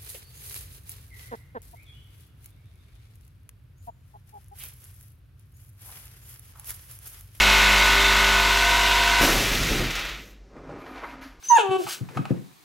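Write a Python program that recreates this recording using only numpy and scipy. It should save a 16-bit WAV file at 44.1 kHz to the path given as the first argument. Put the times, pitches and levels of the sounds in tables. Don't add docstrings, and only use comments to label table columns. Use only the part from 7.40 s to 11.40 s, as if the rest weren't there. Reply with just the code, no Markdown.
import sys
import numpy as np
from scipy import signal
from scipy.fft import rfft, irfft
from scipy.io import wavfile

SR = 44100
rng = np.random.default_rng(int(sys.argv[2]) if len(sys.argv) > 2 else 0)


def int16_out(signal):
    q = np.round(np.clip(np.atleast_2d(signal).T, -1, 1) * 32767)
    wavfile.write(sys.argv[1], SR, q.astype(np.int16))


N = 176400
T = np.arange(N) / SR
SHAFT_HZ = 49.46

# frequency in Hz, relative level in dB.
EXHAUST_SPECTRUM = [(100, -12), (350, -9), (600, -9.5), (1050, -8), (1400, -1), (1650, -4.5), (1950, 1.5),
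                    (2250, -1.5), (2600, -0.5), (3200, -3), (3750, -2), (4700, -7), (6000, -7),
                    (9000, -17.5), (11500, -16), (15800, -20.5)]
# frequency in Hz, relative level in dB.
DRAG_SPECTRUM = [(50, -20), (90, -5), (135, 0.5), (220, -2), (420, 3.5), (700, -6), (1400, -11.5),
                 (3000, -28.5), (7000, -40.5), (15000, -60)]


def machine():
    # time in seconds, level of the hum in dB.
    hum_levels = [(0, -23.5), (.9, -26), (1.75, -28), (2.3, -50), (2.75, -40), (3.0, -46.5), (3.2, -50.5),
                  (4, -58)]
    stop_s, stop_db_per_s = 1.818, 113
    turns = np.cumsum(SHAFT_HZ * (1 + .0005 * walk(3.12))) / SR
    running = undb(-stop_db_per_s * np.maximum(T - stop_s, 0))
    hum = curve(hum_levels) * np.sin(2 * np.pi * turns)
    return (gear_tones(turns) + gear_rattle(turns)) * running + hum


def gear_tones(turns):
    # multiple of the shaft rate, relative dB running free, relative dB while boring.
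    harmonics = [(2, -45, -47), (4, -41, -48), (5, -51, -57), (6, -46, -49), (7, -52, -50), (8, -38, -42),
                 (10, -51, -49), (11, -46, -52), (12, -44, -63), (13, -47, -52), (14, -40, -36),
                 (15, -45, -41), (18, -36, -47), (19, -35, -36), (20, -35, -36), (21, -36, -34),
                 (22, -36, -41), (24, -40, -47), (25, -35, -43), (27, -37, -52), (28, -43, -41),
                 (29, -41, -42), (30, -28, -40), (31, -39, -47), (32, -41, -52), (35, -42, -62),
                 (36, -42, -48), (39, -42, -43), (40, -39, -54), (42, -40, -40), (43, -33, -56),
                 (44, -31, -42), (45, -40, -45), (46, -42, -57), (47, -47, -42), (48, -39, -52),
                 (50, -36, -51), (51, -41, -38), (52, -34, -45), (53, -41, -41), (55, -44, -43),
                 (57, -40, -42), (59, -43, -57), (65, -40, -50), (70, -43, -60), (71, -41, -61),
                 (73, -42, -55), (79, -43, -62), (85, -42, -51)]
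    # frequency of a whine in Hz, relative dB running free, relative dB while boring.
    whines = [(957.5, -46, -30.5), (1501.5, -44, -29), (1551, -52, -36), (2342, -52, -40), (2606, -52, -40),
              (2902, -50, -42)]
    flicker_db, jitter_rad, settle_db_per_s = 1.5, .22, 10.5
    load = ramp(at=1.1, span=.22)
    throb = 1 + .4 * np.cos(2 * np.pi * turns)
    lines = [(k * SHAFT_HZ, free, boring, 1) for k, free, boring in harmonics]
    lines += [(hz, free, boring, throb) for hz, free, boring in whines]
    tones = 0
    for hz, free_db, boring_db, swell in lines:
        settle_db = settle_db_per_s * (hz > 2000) * (.39 - T)
        gain = undb(free_db + settle_db) * (1 - load) + undb(boring_db) * load
        phase = 2 * np.pi * (turns * hz / SHAFT_HZ + rng.random()) + jitter_rad * walk(25)
        tones += gain * swell * undb(flicker_db * walk(6.5)) * np.sin(phase)
    return tones * undb(3)


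def gear_rattle(turns):
    # frequency in Hz, relative level in dB.
    gearbox_spectrum = [(25, -16), (70, -17.5), (160, -21.5), (280, -15), (450, -17.5), (720, -8),
                        (830, -10), (1020, -5.5), (1180, -8.5), (1480, -4), (1720, -6.5), (2080, 1),
                        (2300, -4), (2700, -1.5), (3200, -5.5), (3750, -4.5), (4700, -10.5), (6000, -12.5),
                        (7500, -16.5), (9500, -25.5), (11500, -21), (13500, -25.5), (15800, -32)]
    turn_samples = int(SR / SHAFT_HZ)
    repeating = rng.standard_normal(turn_samples)[(turns % 1 * turn_samples).astype(int)]
    throb = unit(sum(np.cos(2 * np.pi * (k * turns + rng.random())) for k in range(1, 6)))
    teeth = (noise() + .29 * repeating) * np.exp(.079 * throb + .084 * walk(414))
    level_db = -22 + 4 * np.exp(-T / .8)
    return colour(room(teeth), gearbox_spectrum) * undb(level_db)


def drill_squeal():
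    # time in seconds, level in dB.
    levels = [(0, -50), (.55, -48), (.62, -27), (.85, -37), (1.0, -39), (1.55, -36.5), (1.8, -44),
              (2.1, -110)]
    pitch_hz, width_hz = 3590, 24
    phase = 2 * np.pi * pitch_hz * T
    return curve(levels) * unit(walk(width_hz) * np.cos(phase) + walk(width_hz) * np.sin(phase))


def venting_air():
    # frequency in Hz, relative level in dB.
    blast_spectrum = [(30, -13), (70, -15), (130, -9), (250, 4), (500, 1.5), (900, -3), (2000, -5),
                      (4000, -12), (6000, -11.5), (9000, -20), (11500, -13), (15800, -25)]
    puff_spectrum = [(500, -22), (1500, 14), (3000, 4), (4500, 2), (6500, -4), (9000, -19), (11000, -5),
                     (13000, -10), (15800, -20)]
    # time in seconds, level of the hiss in dB before it darkens.
    flow_levels = [(1.78, -64), (1.85, -24), (2.2, -26), (2.42, -28), (2.52, -30), (2.59, -28.5),
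                   (2.7, -32.5), (2.78, -39.5), (2.86, -50), (2.97, -60), (3.1, -80)]
    blast = colour(rough_noise(.18, 300), blast_spectrum)
    blast *= burst(1.788, attack=.035, hold=.035, db_per_s=53)
    hiss = colour(rough_noise(.081, 200), EXHAUST_SPECTRUM)
    treble = signal.sosfiltfilt(signal.butter(2, 4600, "high", fs=SR, output="sos"), hiss)
    treble_gain = undb(-12.5 * ramp(at=2.46, span=.17))
    hiss += treble * (treble_gain - 1)
    puff = colour(noise(), puff_spectrum) * puff_envelope()
    return undb(-20.5) * blast + hiss * curve(flow_levels) + undb(-46.5) * puff


def puff_envelope():
    return burst(3.807, attack=.016, hold=.016, db_per_s=172)


def splutter():
    # start in seconds, level in dB.
    spits = [(2.462, -39), (2.505, -29), (2.552, -28), (2.59, -32), (2.65, -34.5), (2.688, -36)]
    envelope = sum(undb(db) * burst(at, attack=.002, db_per_s=550) for at, db in spits)
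    return colour(noise(), EXHAUST_SPECTRUM) * envelope


def valve_sizzle():
    # frequency in Hz, relative level in dB.
    jet_spectrum = [(3000, -26), (6000, 5), (9000, -10.5), (11500, -3), (13500, -1), (15800, -10.5)]
    leak_spectrum = [(5000, -15), (9000, -14), (10800, 2.5), (12800, 0), (14500, -12), (15800, -27.5)]
    # time in seconds, level in dB.
    jet_levels = [(1.795, -70), (1.82, -29), (2.0, -48), (2.35, -45), (2.5, -47), (2.66, -52), (2.76, -56),
                  (2.91, -58.5), (3.0, -95)]
    leak_levels = [(3.35, -100), (3.4, -69), (3.445, -75), (3.49, -68), (3.6, -74), (3.66, -67),
                   (3.74, -70), (3.78, -100)]
    jet = colour(rough_noise(.2, 200), jet_spectrum) * curve(jet_levels)
    spit = undb(-66) * puff_envelope()
    return jet + colour(noise(), leak_spectrum) * (curve(leak_levels) + spit)


def return_stroke():
    # start in seconds, sway in dB, thud in dB.
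    impacts = [(1.795, -41, -26.5), (2.101, -24, -37), (2.196, -22, -35.5), (2.304, -21, -27),
               (2.39, -21.5, -29)]
    # frequency in Hz, relative level in dB.
    thud_spectrum = [(40, -14), (105, 6.5), (160, -2.5), (270, -1.5), (400, -5.5), (700, -14), (2000, -30),
                     (6000, -61)]
    rumble_spectrum = [(22, -42), (30, -19), (38, 5), (48, -4.5), (65, -23), (105, -13.5), (160, -14),
                       (250, -18), (400, -18.5), (700, -28), (1500, -48.5), (4000, -72)]
    # time in seconds, level in dB.
    rumble_levels = [(1.77, -55), (1.82, -34), (2.0, -29.5), (2.08, -30.5), (2.22, -30.5), (2.27, -30.5),
                     (2.33, -24), (2.43, -30), (2.49, -38), (2.65, -47), (2.78, -44), (3.0, -57)]
    frame_hz, attack_s = 38.9, .012
    sway = thud_envelope = 0
    for at, sway_db, thud_db in impacts:
        swing = np.sin(2 * np.pi * frame_hz * (T - at))
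        sway += undb(sway_db) * burst(at, attack_s, db_per_s=130) * swing
        thud_envelope += undb(thud_db) * burst(at, attack_s, db_per_s=132)
    thuds = thud_envelope * colour(noise(), thud_spectrum)
    rumble = colour(rough_noise(.068, 40), rumble_spectrum) * curve(rumble_levels)
    return sway + thuds + rumble


def board_slide():
    # frequency in Hz, relative level in dB.
    scrape_spectrum = [(60, -16.5), (130, -20.5), (350, -18), (700, 5.5), (1300, -0.5), (2300, -0.5),
                       (3000, -8.5), (4500, -14), (6500, -21.5), (9000, -31), (12000, -35), (15800, -52.5)]
    bump_spectrum = [(100, -22), (300, -17), (600, 2), (770, -9), (960, 6.5), (1400, -5), (2000, -5.5),
                     (3000, -23), (8000, -46), (15000, -60)]
    # time in seconds, level of the low drag in dB, level of the lighter scrape in dB.
    slide_levels = [(3.0, -71, -87.5), (3.09, -61.5, -74), (3.17, -44.5, -58), (3.23, -46.5, -60),
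                    (3.32, -38.5, -55), (3.42, -48, -48.5), (3.56, -48.5, -42), (3.68, -68, -42),
                    (3.76, -52, -45.5), (3.8, -52, -51.5), (3.88, -64, -50), (3.94, -80, -59),
                    (4, -68, -61)]
    # time of the peak in seconds, level in dB, half-width in seconds.
    bumps = [(3.643, -29.5, 0.011), (3.83, -44, .012)]
    scrape = unit(colour(friction(), scrape_spectrum) + undb(.5) * board_ring(friction()))
    bump_envelope = sum(undb(db) * np.exp(-np.abs((T - at) / width) ** 1.3) for at, db, width in bumps)
    bump = colour(noise(), bump_spectrum) + undb(-14) * board_ring(noise())
    drag = colour(friction(), DRAG_SPECTRUM)
    return drag * curve(slide_levels) + scrape * curve(slide_levels, column=2) + bump * bump_envelope


def friction():
    return noise() * np.exp(.18 * walk(250) + .15 * walk(25))


def board_ring(force):
    # frequency in Hz, width in Hz, relative level in dB.
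    modes = [(281, 21, 4.5), (608, 50, -4), (960, 29, -3.5), (1040, 71, -8.5), (1220, 44, 0.5),
             (1430, 60, -4), (1790, 110, -11), (2070, 70, -11.5), (2400, 120, -14)]
    f = np.maximum(np.fft.rfftfreq(N, 1 / SR), 1)
    response = sum((-1) ** k * undb(db) / (1 + 1j * (f * f - hz * hz) / (f * width))
                   for k, (hz, width, db) in enumerate(modes))
    return unit(irfft(rfft(force) * response, N))


def board_groan():
    # time in seconds, level in dB.
    levels = [(3.1, -75), (3.26, -46), (3.4, -50), (3.56, -52), (3.7, -55), (3.78, -47), (3.87, -42),
              (3.93, -64), (4, -72)]
    pitch_hz = 264 * (1 + .023 * walk(30))
    phase = 2 * np.pi * np.cumsum(pitch_hz) / SR
    return curve(levels) * undb(2.5 * walk(30)) * np.sin(phase)


def edge_knocks():
    # start in seconds, level in dB.
    knocks = [(3.165, -44.5), (3.27, -60), (3.302, -47), (3.335, -49), (3.388, -47)]
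    envelope = sum(undb(db) * burst(at, attack=.0018, db_per_s=450) for at, db in knocks)
    return envelope * unit(board_ring(noise()) + colour(noise(), DRAG_SPECTRUM))


def room_tone():
    # frequency in Hz, relative level in dB.
    spectrum = [(25, -3.5), (45, 7.5), (80, -10), (250, -9.5), (500, -18.5), (900, -24), (1600, -22.5),
                (3000, -30), (6000, -29), (9500, -46.5), (13000, -50), (15800, -55.5)]
    return undb(-56.5) * colour(noise(), spectrum)


def room(x):
    t60_s, wet = .26, undb(-8.5)
    tail = noise() * undb(-60 * T / t60_s) * (T > .003)
    reflections = signal.fftconvolve(x, tail / np.linalg.norm(tail))[:N]
    return (x + wet * reflections) / np.hypot(1, wet)


def undb(db):
    return 10 ** (np.asarray(db) / 20)


def unit(x):
    return x / np.sqrt(np.mean(x ** 2))


def noise():
    return rng.standard_normal(N)


def walk(rate_hz):
    f = np.fft.rfftfreq(N, 1 / SR)
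    return unit(irfft(rfft(noise()) * np.exp(-(f / rate_hz) ** 2) * (f > 0), N))


def rough_noise(depth, rate_hz):
    return noise() * np.exp(depth * walk(rate_hz))


def curve(rows, column=1):
    rows = np.array(rows)
    return undb(np.interp(T, rows[:, 0], rows[:, column]))


def colour(x, spectrum):
    hz, db = np.array(spectrum).T
    f = np.maximum(np.fft.rfftfreq(N, 1 / SR), 1)
    gain = undb(np.interp(np.log(f), np.log(hz), db))
    low_cut = np.minimum(f / hz[0], 1) ** 2
    return unit(irfft(rfft(x) * gain * low_cut, N))


def ramp(at, span):
    return .5 + .5 * np.tanh(2 * (T - at) / span)


def burst(start, attack, db_per_s, hold=0):
    rise = np.clip((T - start) / attack, 0, 1)
    return rise * undb(-db_per_s * np.maximum(T - start - attack - hold, 0))


def scene():
    mono = machine() + room(venting_air() + splutter() + valve_sizzle() + board_slide())
    mono += board_groan() + edge_knocks() + return_stroke() + room_tone() + drill_squeal()
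    return np.array([mono, mono])


def record(dry):
    top_hz = 15800
    return signal.sosfilt(signal.ellip(12, .1, 90, top_hz, fs=SR, output="sos"), dry)


dry = scene()
out = record(dry)
int16_out(out)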